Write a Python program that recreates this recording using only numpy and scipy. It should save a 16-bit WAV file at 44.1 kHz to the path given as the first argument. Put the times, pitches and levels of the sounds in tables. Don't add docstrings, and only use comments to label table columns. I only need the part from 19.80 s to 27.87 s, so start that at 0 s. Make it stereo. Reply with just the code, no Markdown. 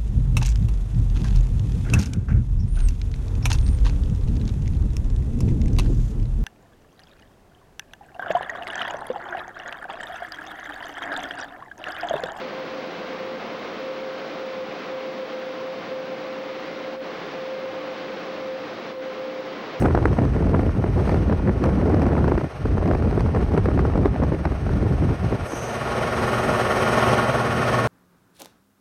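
import sys
import numpy as np
from scipy import signal
from scipy.fft import rfft, irfft, next_fast_len
from scipy.io import wavfile
from scipy.ndimage import uniform_filter1d, map_coordinates

SR = 44100
rng = np.random.default_rng(int(sys.argv[2]) if len(sys.argv) > 2 else 0)


def int16_out(signal):
    q = np.round(np.clip(np.atleast_2d(signal).T, -1, 1) * 32767)
    wavfile.write(sys.argv[1], SR, q.astype(np.int16))


def linear_from_db(decibels):
    return 10 ** (np.asarray(decibels, float) / 20)


N = 356063

# (time [s], strength [dB], turbulence above it [dB])
JET = [(0.0, -8.5, -15.5), (0.7, -7, -2), (0.95, -12.5, -6), (1.3, -6.5, -3), (1.6, -9.5, -3.5),
       (2.0, -10, 3.5), (2.55, -8, -2.5), (2.7, -20, -25), (2.8, -16, -11), (2.88, -7, -11), (3.6, -7, -11),
       (4.25, -7, -6), (4.75, -11.5, -12), (5.1, -7.5, -9), (5.63, -13, -3.5), (5.75, -28, -7),
       (6.6, -25.5, 2.5), (8.07, -33, 11)]
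# (time [s], length [s], depth [dB])
LULLS = [(0.347, 0.017, -8), (0.535, 0.022, -1.5), (0.602, 0.025, -8), (0.92, 0.085, 2), (1.192, 0.028, -5),
         (1.79, 0.021, -4), (2.295, 0.018, -8), (2.367, 0.029, -6), (2.61, 0.022, -20), (2.717, 0.066, -16),
         (2.785, 0.018, -13), (2.836, 0.019, -7), (3.068, 0.032, -12), (3.36, 0.025, -5),
         (3.433, 0.024, -3), (3.53, 0.03, -8.5), (3.665, 0.018, -8), (3.713, 0.022, -8),
         (3.767, 0.018, -16), (3.903, 0.03, -6.5), (4.356, 0.053, -17), (4.508, 0.023, -7),
         (4.58, 0.0097, -7), (4.642, 0.017, -17), (4.69, 0.024, -14), (4.799, 0.066, -8.5),
         (5.09, 0.021, -9), (5.375, 0.054, -9.5), (5.577, 0.023, -23), (5.683, 0.048, -19)]
# (time [s], length [s], level [dB])
WAFTS = [(6.43, 0.061, 8.5), (6.69, .05, 11), (6.87, 0.042, 6.5), (8.2, 0.24, -9), (7.55, .06, 5),
         (7.78, 0.11, 9.5), (5.95, .2, -5), (2.19, 0.13, 2), (1.44, .08, -2), (1.9, .1, 3), (5.3, .05, 3.5),
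         (5.45, 0.051, -0.5)]
# (time [s], length [s], level [dB])
FLUTTER_SWELLS = [(.16, 0.069, 2.5), (.3, 0.066, -4), (.75, .1, -2), (1.2, .1, 1), (1.52, 0.068, -4),
                  (1.7, 0.073, 4), (2.1, .12, -5), (2.45, 0.11, 0), (2.83, .05, -3), (2.92, .05, 6),
                  (3.09, 0.08, -8), (3.26, .07, -7), (3.35, .06, 2), (3.6, .12, 5), (3.76, .06, -2),
                  (4.2, 0.076, -8), (4.62, 0.07, 7), (4.9, .1, -2), (5.23, .06, -3)]
# (time [s], peak [dB],
# spit [dB])
SHARP_EDDIES = [(0.023, -10.5, -27), (0.034, -18, -49), (0.058, -7, -36), (0.108, -16, -43),
                (0.15, -5.5, -34), (0.174, -10, -44), (0.255, -10, -26), (0.329, -18.5, -31),
                (0.387, -10.5, -37), (0.563, -20, -32), (0.625, -16.5, -29), (0.669, -18, -27),
                (0.743, -15, -36), (0.793, -13, -26), (1.041, -15, -39), (1.276, -16, -28),
                (1.293, -14, -25), (1.525, -14, -34), (1.692, -13, -45), (1.839, -10, -22.5),
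                (2.078, -30, -33), (2.1, -14.5, -34), (2.144, -17, -23), (2.219, -13, -28),
                (2.379, -15, -37), (2.443, -14.5, -32), (2.478, -9.5, -30), (2.577, -11, -32),
                (2.614, -18, -38),
                (2.856, -14, -31), (2.98, -13.5, -33), (3.057, -16, -27), (3.112, -11.5, -31),
                (3.131, -24, -37), (3.149, -12.5, -32), (3.223, -17, -36), (3.375, -12, -34),
                (3.406, -16.5, -18), (3.548, -15, -27), (3.626, -18.5, -28), (3.776, -12, -25),
                (3.857, -12, -29), (3.885, -17.5, -42), (3.991, -11.5, -28), (4.052, -15.5, -35),
                (4.098, -17.5, -42), (4.156, -22.5, -34), (4.256, -9, -34), (4.342, -21.5, -32),
                (4.401, -21, -39), (4.435, -12, -29), (4.521, -13.5, -43), (4.654, -11, -27),
                (5.026, -17.5, -35), (5.31, -18.5, -39), (5.444, -23, -31), (5.525, -12.5, -48),
                (5.735, -17.5, -22), (6.693, -14, -30),
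                (0.084, -14.5, -39), (0.217, -26, -30), (0.28, -23, -33), (0.368, -27, -40),
                 (0.434, -35, -29), (0.451, -17.5, -30), (0.694, -18.5, -30), (0.831, -17, -29),
                 (0.949, -23, -35), (1.061, -20, -40), (1.18, -19, -36), (1.21, -32, -33),
                 (1.256, -24, -31), (1.323, -23.5, -23), (1.343, -14, -31), (1.429, -24.5, -29),
                 (1.497, -12.5, -36), (1.571, -30, -29), (1.595, -24, -31), (1.674, -24, -42),
                 (1.87, -30, -31), (1.891, -23.5, -36), (1.997, -25, -38), (2.018, -23, -32),
                 (2.059, -22, -40), (2.195, -17, -27), (2.265, -12, -28), (2.3, -19, -35), (2.33, -16, -37),
                 (2.366, -15, -42), (2.519, -11.5, -39), (2.642, -19, -28), (3.028, -20, -29),
                 (3.076, -16.5, -27), (3.199, -24, -32), (3.255, -24, -31), (3.274, -24, -30),
                 (3.31, -22, -21), (3.327, -20, -27), (3.46, -15.5, -39), (3.49, -23, -37),
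                 (3.561, -16, -33), (3.609, -18, -33), (3.686, -27, -24), (3.719, -19, -29),
                 (3.914, -17.5, -35), (3.975, -29, -39), (4.136, -18.5, -34), (4.176, -16, -27),
                 (4.232, -22, -36), (4.36, -17.5, -39), (4.419, -19, -34), (4.533, -25, -37),
                 (4.72, -17, -26), (4.866, -22.5, -32), (4.892, -20, -30), (4.935, -22, -21),
                 (5.065, -19, -31), (5.122, -22, -30), (5.222, -23.5, -32)]
# (time [s], peak [dB], width [ms])
CRACKS = [(0.0238, -22, 0.85), (0.0588, -14, 1.0), (0.1481, -18, 1.0), (0.1755, -12, 1.0),
          (0.2553, -1.5, 0.94), (0.385, -29, 1.0), (0.5636, -24, 1.0), (0.6669, -25, 1.0),
          (0.7477, -11, 1.0), (0.8315, -26, 1.0), (0.8929, -18, 1.0), (1.0405, -18, 1.0), (1.276, -20, 1.0),
          (1.2965, -23, 1.0), (1.497, -26, 0.98), (1.5259, -21, 0.89), (1.6751, -26, 0.92),
          (1.6751, -21, 0.94), (1.8452, -17, 1.0), (2.1465, -24, 0.8), (2.2184, -17, 0.86),
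          (2.3146, -22, 1.0), (2.379, -20, 1.0), (2.4428, -16, 1.0), (2.4793, -18, 0.93),
          (2.5805, -17, 1.0), (2.611, -22, 1.0), (2.8554, -23, 1.0), (2.9801, -19, 0.91),
          (3.1118, -17, 1.0), (3.1353, -18, 1.0), (3.2236, -20, 1.0), (3.3767, -26, 1.0),
          (3.3767, -20, 1.0), (3.4062, -22, 0.92), (3.5478, -21, 0.94), (3.7768, -11, 0.91),
          (3.8561, -32, 0.81), (3.8561, -16, 1.0), (3.916, -29, 1.0), (3.9744, -22, 1.0),
          (3.9933, -13, 1.0), (4.0517, -24, 1.0), (4.0991, -23, 1.0), (4.1565, -27, 1.0),
          (4.2492, -16, 1.0), (4.4358, -18, 1.0), (4.6523, -14, 0.84)]
# (time [s], peak [dB], width [ms])
THUDS = [(0.021, -8, 1.9), (0.107, -19, 1.5), (0.147, -4, 2), (0.217, -16, 2.3), (0.254, -10, 1.7),
         (0.37, -20, 1.9), (0.384, -12, 2), (0.563, -16, 1.9), (0.623, -14, 1.9), (0.739, -15, 1.7),
         (0.796, -18, 1.6), (0.83, -12, 1.9), (1.041, -17, 2.2), (1.177, -19, 1.9), (1.274, -16, 1.8),
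         (1.891, -11, 1.9), (1.998, -17, 1.8), (2.025, -9, 2.5), (2.058, -13, 1.6), (2.1, -14, 1.8),
         (2.145, -15, 1.8), (2.165, -18, 1.7), (2.365, -16, 1.7), (2.479, -10, 1.8), (2.519, -7, 2),
         (2.577, -12, 1.8), (2.609, -21, 1.9), (2.854, -17, 1.84), (2.98, -15, 1.9), (3.003, -18, 2.4),
         (3.028, -21, 1.9), (3.056, -14, 1.7), (3.112, -17, 1.4), (3.198, -15, 1.8), (3.256, -18, 1.9),
         (3.329, -16, 1.8), (3.376, -10, 2.1), (3.49, -13, 1.9), (3.546, -18, 2), (3.718, -19, 1.9),
         (3.774, -9, 1.87), (3.846, -19, 1.7), (3.887, -9, 2.3), (3.915, -18, 1.7), (3.973, -20, 1.9),
         (3.992, -10, 2.2), (4.025, -22, 2), (4.051, -13, 2), (4.155, -15, 1.7), (4.215, -19, 1.9),
         (4.234, -14, 1.9), (4.255, -14, 2.3), (4.399, -20, 2.1), (4.419, -13, 1.6), (4.518, -16, 2),
         (4.654, -18, 1.6), (4.866, -22, 1.7), (5.12, -23, 2.2), (5.452, -21, 2.3), (5.526, -14, 2.1)]
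# (frequency [Hz], density [dB per Hz])
BUFFET = [(12, -50), (22, -42), (40, -5), (58, 3), (130, -5.5), (210, -16), (330, -24), (600, -57),
          (1500, -120)]
# (frequency [Hz], density [dB per Hz])
FLUTTER = [(60, -51), (150, 1.5), (250, 0.5), (400, -4.5), (600, -17.5), (1100, -34), (2000, -40),
           (5000, -100), (9000, -120)]
# (frequency [Hz], density [dB per Hz])
SNAP = [(150, 3.0), (400, 3.5), (800, -10.0), (1500, -19.5), (3000, -29.0), (6000, -60.0)]
SPIT = [(1500, -5.5), (3500, -8.0), (8000, -22.5), (15000, -31.0)]
OTHER_SNAP = [(150, -19), (400, 6), (800, -8), (1500, -20), (3000, -36), (6000, -66)]
# (time [s], level [dB])
GRILLE = [
    (5.64, -80),
    (5.7, -49),
    (5.75, -43),
    (5.87, -45),
    (5.96, -53),
    (6.15, -80),
]
# (time [s], recorder gain [dB], hiss above roar by view of the coil [dB])
MACHINE = [(0.0, -56, 5), (0.1, -55, -12.5), (1.05, -57.5, -10.5), (1.28, -52.5, -11), (1.5, -56.5, -12.5),
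           (2.2, -56, -10.5), (2.5, -56.5, -11.5), (3.6, -56, -11), (4.4, -57.5, -11.5), (5.2, -54, -10),
           (5.62, -51, -10.5), (5.68, -50, -2), (6.1, -44, -9.5), (6.5, -42, -7), (7.0, -40.5, -6.5),
           (7.28, -37.5, -8), (7.48, -42, -8.5), (8.07, -41, -8)]
# (frequency [Hz], density [dB per Hz])
ROAR = [(30, -55), (60, -4.5), (150, -5), (310, -10), (390, -2.5), (700, 0), (1000, -10.5), (2000, -12.5),
        (3000, -15), (4100, -19), (4700, -25), (5500, -24.5), (6500, -32), (9000, -120)]
# (frequency [Hz], density [dB per Hz])
HISS = [(3500, -78), (5200, -1), (6000, -5.5), (7000, -2.5), (10000, -2), (11000, -7), (14000, -11.5),
        (14900, -12), (15400, -44)]
# (frequency [Hz], width [Hz], level [dB])
CABINET = [(123.5, 12, -3), (605, 31, -3), (1109, 49, -4), (1405, 44, -4), (1811, 38, -7),
           (3120, 160, -17.5), (3355, 90, -20), (4010, 78, -26), (5490, 46, -24)]
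# (frequency [Hz], rms level [dB])
TONES = [(101, -60), (118.4, -31), (138.5, -38.5), (203, -39), (221.4, -35.5), (240, -36), (290, -45.5),
         (360, -37), (378.3, -35.5), (461.5, -37), (536, -44.5), (619, -39), (810, -39), (876, -45),
         (960, -41.5), (1098, -39.5), (1262, -38), (1421, -46), (1501, -44), (1764, -50), (1964, -46.5),
         (2200, -48), (2374, -61), (2477, -49), (2896, -49), (3058, -47.5), (4032, -58), (4915, -61),
         (5459, -57.5)]
# (time [s], lowest tones [dB], tones near 370 Hz [dB])
HUM = [(0, -3, 1), (5.6, 1, -5), (5.9, 3, -1.5), (6.2, -0.5, 2), (6.5, -1, 0.5), (6.9, -4, -0.5),
       (7.1, -1, -0.5), (7.35, -2.5, -1.5), (7.45, 3, -9), (7.7, 2.5, -7), (8.07, 3, -5)]
# (frequency [Hz], likeness [0 to 1])
ALIKE = [(100, .5), (250, .5), (400, .85), (800, .7), (1300, .96), (2000, .4), (3000, .92), (3700, .6),
         (4400, .78), (5200, .25), (6100, .92)]
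# (frequency [Hz], left minus right [dB])
TILT = [(100, 3), (200, -1.5), (500, -4), (1300, -2), (1800, -1.5), (2300, 3.5), (2900, -1), (3500, 3.5),
        (6000, -2)]
# (frequency [Hz], threshold relative to the local level [dB])
FAINT = [(700, -26), (1500, -17), (2500, -11), (3500, -5), (5700, -6), (8000, -2), (11000, 1.5), (15000, 5)]

NEAR_LAG_S, FAR_LEAD_S = 13 / 44100, 18 / 44100
HOP, FRAME_START = 1024, 232


def wind():
    buffet_db, flutter_db = jet()
    speed = wobble(22)
    speed = unit(speed - uniform_filter1d(speed, SR // 6))
    sweep = np.cumsum(np.exp(0.23 * speed))
    sweep = sweep * (N - 1) / sweep[-1]
    buffet = evened(np.interp(sweep, np.arange(N), coloured(BUFFET)))
    flutter = evened(np.interp(sweep, np.arange(N), coloured(FLUTTER)))
    low = linear_from_db(buffet_db + 4.5) * unit(linear_from_db(speed + 0.9 * wobble(12)) * buffet)
    flutter_swing_db = 1.5 * np.tanh(speed) + 3.4 * np.tanh(wobble(90))
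    quick = linear_from_db(buffet_db + flutter_db - 5) * unit(linear_from_db(flutter_swing_db) * flutter)

    snap = linear_from_db(3) * eddies(0.0048) * coloured(SNAP)
    spit = linear_from_db(9) * eddies(0.003, spit_share=0.97) * coloured(SPIT)
    shake = linear_from_db(2.5) * np.roll(eddies(0.022), -SR // 150) * coloured(FLUTTER)
    kick = linear_from_db(2.5) * eddies(0.0012, sign=-np.sign(low + quick))
    port = low + quick + kick + shake + snap + spit
    port = filtered(port, lambda hz: above(hz, 40, 32))
    port = port / (1 + np.abs(port / 1.46) ** 4) ** (1 / 4)

    left = filtered(port, lambda hz: -linear_from_db(-4.6) * np.exp(2j * np.pi * hz * NEAR_LAG_S))
    other_swing_db = 3 * np.tanh(speed) + 4 * np.tanh(wobble(60))
    other_port = linear_from_db(buffet_db + flutter_db - 13.5) * unit(linear_from_db(other_swing_db) * coloured(FLUTTER))
    other_snap = linear_from_db(-5) * eddies(0.005) * coloured(OTHER_SNAP)
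    return np.array([left + other_port + other_snap + linear_from_db(-5.5) * kick, port])


def jet():
    strength_db, turbulence_db = curves(JET)
    strength_db = strength_db + 1.04 * bumps(LULLS) + bumps(WAFTS) + 0.6 * wobble(6.6)
    return strength_db, turbulence_db + bumps(FLUTTER_SWELLS) + 1.2 * wobble(8)


def eddies(life_s, spit_share=0, sign=1):
    buffet_db, flutter_db = curves(JET)
    when, size = rng.random((2, 900))
    hits = np.zeros(N)
    at = (when * N).astype(int)
    patter_db = buffet_db[at] + 0.5 * flutter_db[at] - 26 - 3.6 * np.log(size + 0.05)
    hits[at] = linear_from_db(patter_db - 27.5 * spit_share)

    s, db, spit_db = np.transpose(SHARP_EDDIES)
    peak_db = db + spit_share * spit_db
    shreds = rng.standard_normal((len(s), 2, 3))
    spread = shreds[:, 0] + 0.5 + 0.423 * np.sign(shreds[:, 0])
    near = (s[:, None] + 0.01234 * spread).clip(0) * SR
    hits[near.astype(int)] = linear_from_db(peak_db[:, None] - 13.5 + 6.2 * shreds[:, 1])
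    hits[np.round(s * SR).astype(int)] = linear_from_db(peak_db)
    t = np.arange(SR // 40) / SR
    swell = np.sin(np.pi * np.clip(t / life_s, 0, 1)) ** 2
    return signal.fftconvolve(sign * hits, swell)[:N]


def cracks():
    out, t = np.zeros(N + 400), (np.arange(400) - 200) / SR
    thuds = [(s, db - 4.5, ms) for s, db, ms in THUDS]
    for s, db, ms in CRACKS + thuds:
        u = (t * 1000 * np.pi / np.clip(ms, 0.5, 3)) ** 2
        start = max(round(s * SR + ms * 40) - 200, 0)
        out[start:][:400] -= linear_from_db(db - 0.5) * (1 - 2 * u) * np.exp(-u)
    return out[:N] * linear_from_db([[1.5], [-1.5]])


def machine():
    roar_db, view_db = curves(MACHINE)
    t = np.arange(N) / SR
    cabinet_db = np.interp(t, [5.72, 6.5], [-2.5, 2.5])
    turn = np.sin(2 * np.pi * 18.55 * t + 0.87 * wobble(2.82))
    surge = 0.3 * wobble(7) + 0.5 * wobble(30)
    roar = linear_from_db(roar_db + 17 + surge + 1.3 * turn) * aimed(lambda: coloured(ROAR))
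    hiss = linear_from_db(roar_db + view_db + 7 + surge + 2 * turn) * aimed(lambda: coloured(HISS))
    panels = linear_from_db(roar_db + cabinet_db + 12 + surge + 3.7 * turn) * aimed(cabinet)
    motor = linear_from_db(roar_db + cabinet_db + 42.5 + 1.6 * turn) * aimed(tones)
    return roar + hiss + panels + motor


def cabinet():
    air = rng.standard_normal(N)
    total = np.zeros(N)
    for k, (centre, width, db) in enumerate(CABINET):
        ring = lambda f: 1j * f * width / (centre * centre - f * f + 1j * f * width)
        total += (-1) ** k * linear_from_db(db) * np.sqrt(width) * evened(filtered(air, ring))
    return unit(total)


def tones():
    t = np.arange(N) / SR
    low_db, third_db = curves(HUM)
    total = np.zeros(N)
    for hz, db in TONES:
        place_db = low_db * (hz < 150) + third_db * (340 < hz < 400)
        level = linear_from_db(db + place_db + 1.8 * wobble(6))
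        total += level * np.sin(2 * np.pi * hz * t + np.clip(hz / 900, 0.55, 1.3) * wobble(13))
    return total


def grille():
    level_db, = curves(GRILLE)
    band = lambda hz: np.exp(-((hz - 6150) / 380) ** 2 / 2)
    return linear_from_db(level_db) * aimed(lambda: unit(filtered(rng.standard_normal(N), band)))


def aimed(make):
    a, b = make(), make()
    lag = lambda hz: (np.pi - 2 * np.pi * hz * 0.94 * NEAR_LAG_S) * above(hz, 1750, 150)
    lead = lambda hz: np.pi + 2 * np.pi * hz * FAR_LEAD_S
    steps = lambda hz: lead(hz) - 0.25 * np.sin(2 * lead(hz))
    path = lambda hz: np.exp(1j * np.where(hz > 5100, steps(hz), lag(hz)))
    treble = lambda hz: 0.94 - 0.4 * np.sin(steps(hz)) ** 4
    likeness = lambda hz: np.where(hz > 6500, treble(hz), along(ALIKE, hz))
    turn = lambda hz: np.arccos(np.clip(likeness(hz), -1, 1)) / 2
    tilt = lambda hz: linear_from_db(along(TILT, hz) * (hz < 6500) / 2)
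    mid = filtered(a, lambda hz: np.cos(turn(hz)))
    side = filtered(b, lambda hz: np.sin(turn(hz)))
    return np.array([filtered(mid + side, tilt), filtered(mid - side, lambda hz: path(hz) / tilt(hz))])


def unit(x):
    return x / np.sqrt(np.mean(x ** 2) + 1e-20)


def evened(x):
    span = int(0.036 * SR)
    power = np.abs(uniform_filter1d(uniform_filter1d(x ** 2, span), span))
    return unit(x / (power / power.mean() + 0.044) ** (0.54 / 2))


def along(points, hz):
    f, v = np.transpose(points)
    return np.interp(np.log(hz + 1), np.log(f + 1), v)


def curves(rows):
    s, *cols = np.transpose(rows)
    return [np.interp(np.arange(N) / SR, s, c) for c in cols]


def bumps(rows):
    t = np.arange(0, N, 32) / SR
    total = sum(db * np.exp(-(2 * (t - s) / (length_s + 0.0033)) ** 2) for s, length_s, db in rows)
    return np.interp(np.arange(N) / SR, t, total)


def wobble(rate):
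    at = np.arange(0, N + 32, 32)
    knots = rng.standard_normal(N // 200)
    return np.interp(np.arange(N), at, map_coordinates(knots, [at * rate / SR]))


def filtered(x, response):
    m = next_fast_len(N + SR // 2)
    return irfft(rfft(x, m) * response(np.fft.rfftfreq(m, 1 / SR)), m)[..., :N]


def coloured(points):
    return unit(filtered(rng.standard_normal(N), lambda hz: linear_from_db(along(points, hz))))


def above(hz, edge_hz, width_hz):
    return 0.5 + 0.5 * np.tanh((hz - edge_hz) / width_hz)


def scene():
    return wind() + cracks() + machine() + grille()


def thin_treble(pair, weak_db):
    k, n = np.arange(HOP) + 0.5, np.arange(2 * HOP) + 0.5 + HOP / 2
    window = signal.windows.kaiser_bessel_derived(2 * HOP, 4 * np.pi)
    basis = window[:, None] * np.cos(np.pi / HOP * n[:, None] * k) * np.sqrt(2 / HOP)
    count = N // HOP + 3
    sum_and_difference = [pair[0] + pair[1], pair[0] - pair[1]]
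    padded = np.pad(sum_and_difference, ((0, 0), (2 * HOP - FRAME_START, 3 * HOP)))
    halves = padded[:, :(count + 1) * HOP].reshape(2, -1, HOP) / 2
    z = np.concatenate([halves[:, :-1], halves[:, 1:]], axis=2) @ basis

    bands = np.repeat((z ** 2).reshape(2, count, -1, 16).mean(axis=3), 16, axis=2)
    hz = k * SR / (2 * HOP)
    covered = (bands < bands[::-1] * linear_from_db(2 * weak_db)) & (hz > 4300)
    covered[0, :, hz > 14500] = True
    chance = np.repeat(rng.standard_normal((2, count, HOP // 16)), 16, axis=2)
    faint = z ** 2 < bands * linear_from_db(2 * (along(FAINT, hz) + 2.5 * chance))

    frames = (z * ~(covered | faint)) @ basis.T
    joined = (frames[:, 1:, :HOP] + frames[:, :-1, HOP:]).reshape(2, -1)
    total, apart = joined[:, HOP - FRAME_START:][:, :N]
    return np.array([total + apart, total - apart])


def top_cut(x):
    return signal.sosfilt(signal.butter(12, 15350, fs=SR, output="sos"), x)


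def record(dry):
    top = 0.995
    clipped = dry / (1 + np.abs(dry / top) ** 24) ** (1 / 24)
    thinned = thin_treble(clipped, weak_db=-8.5)
    return top_cut(thinned)


dry = scene()
out = record(dry)
int16_out(out)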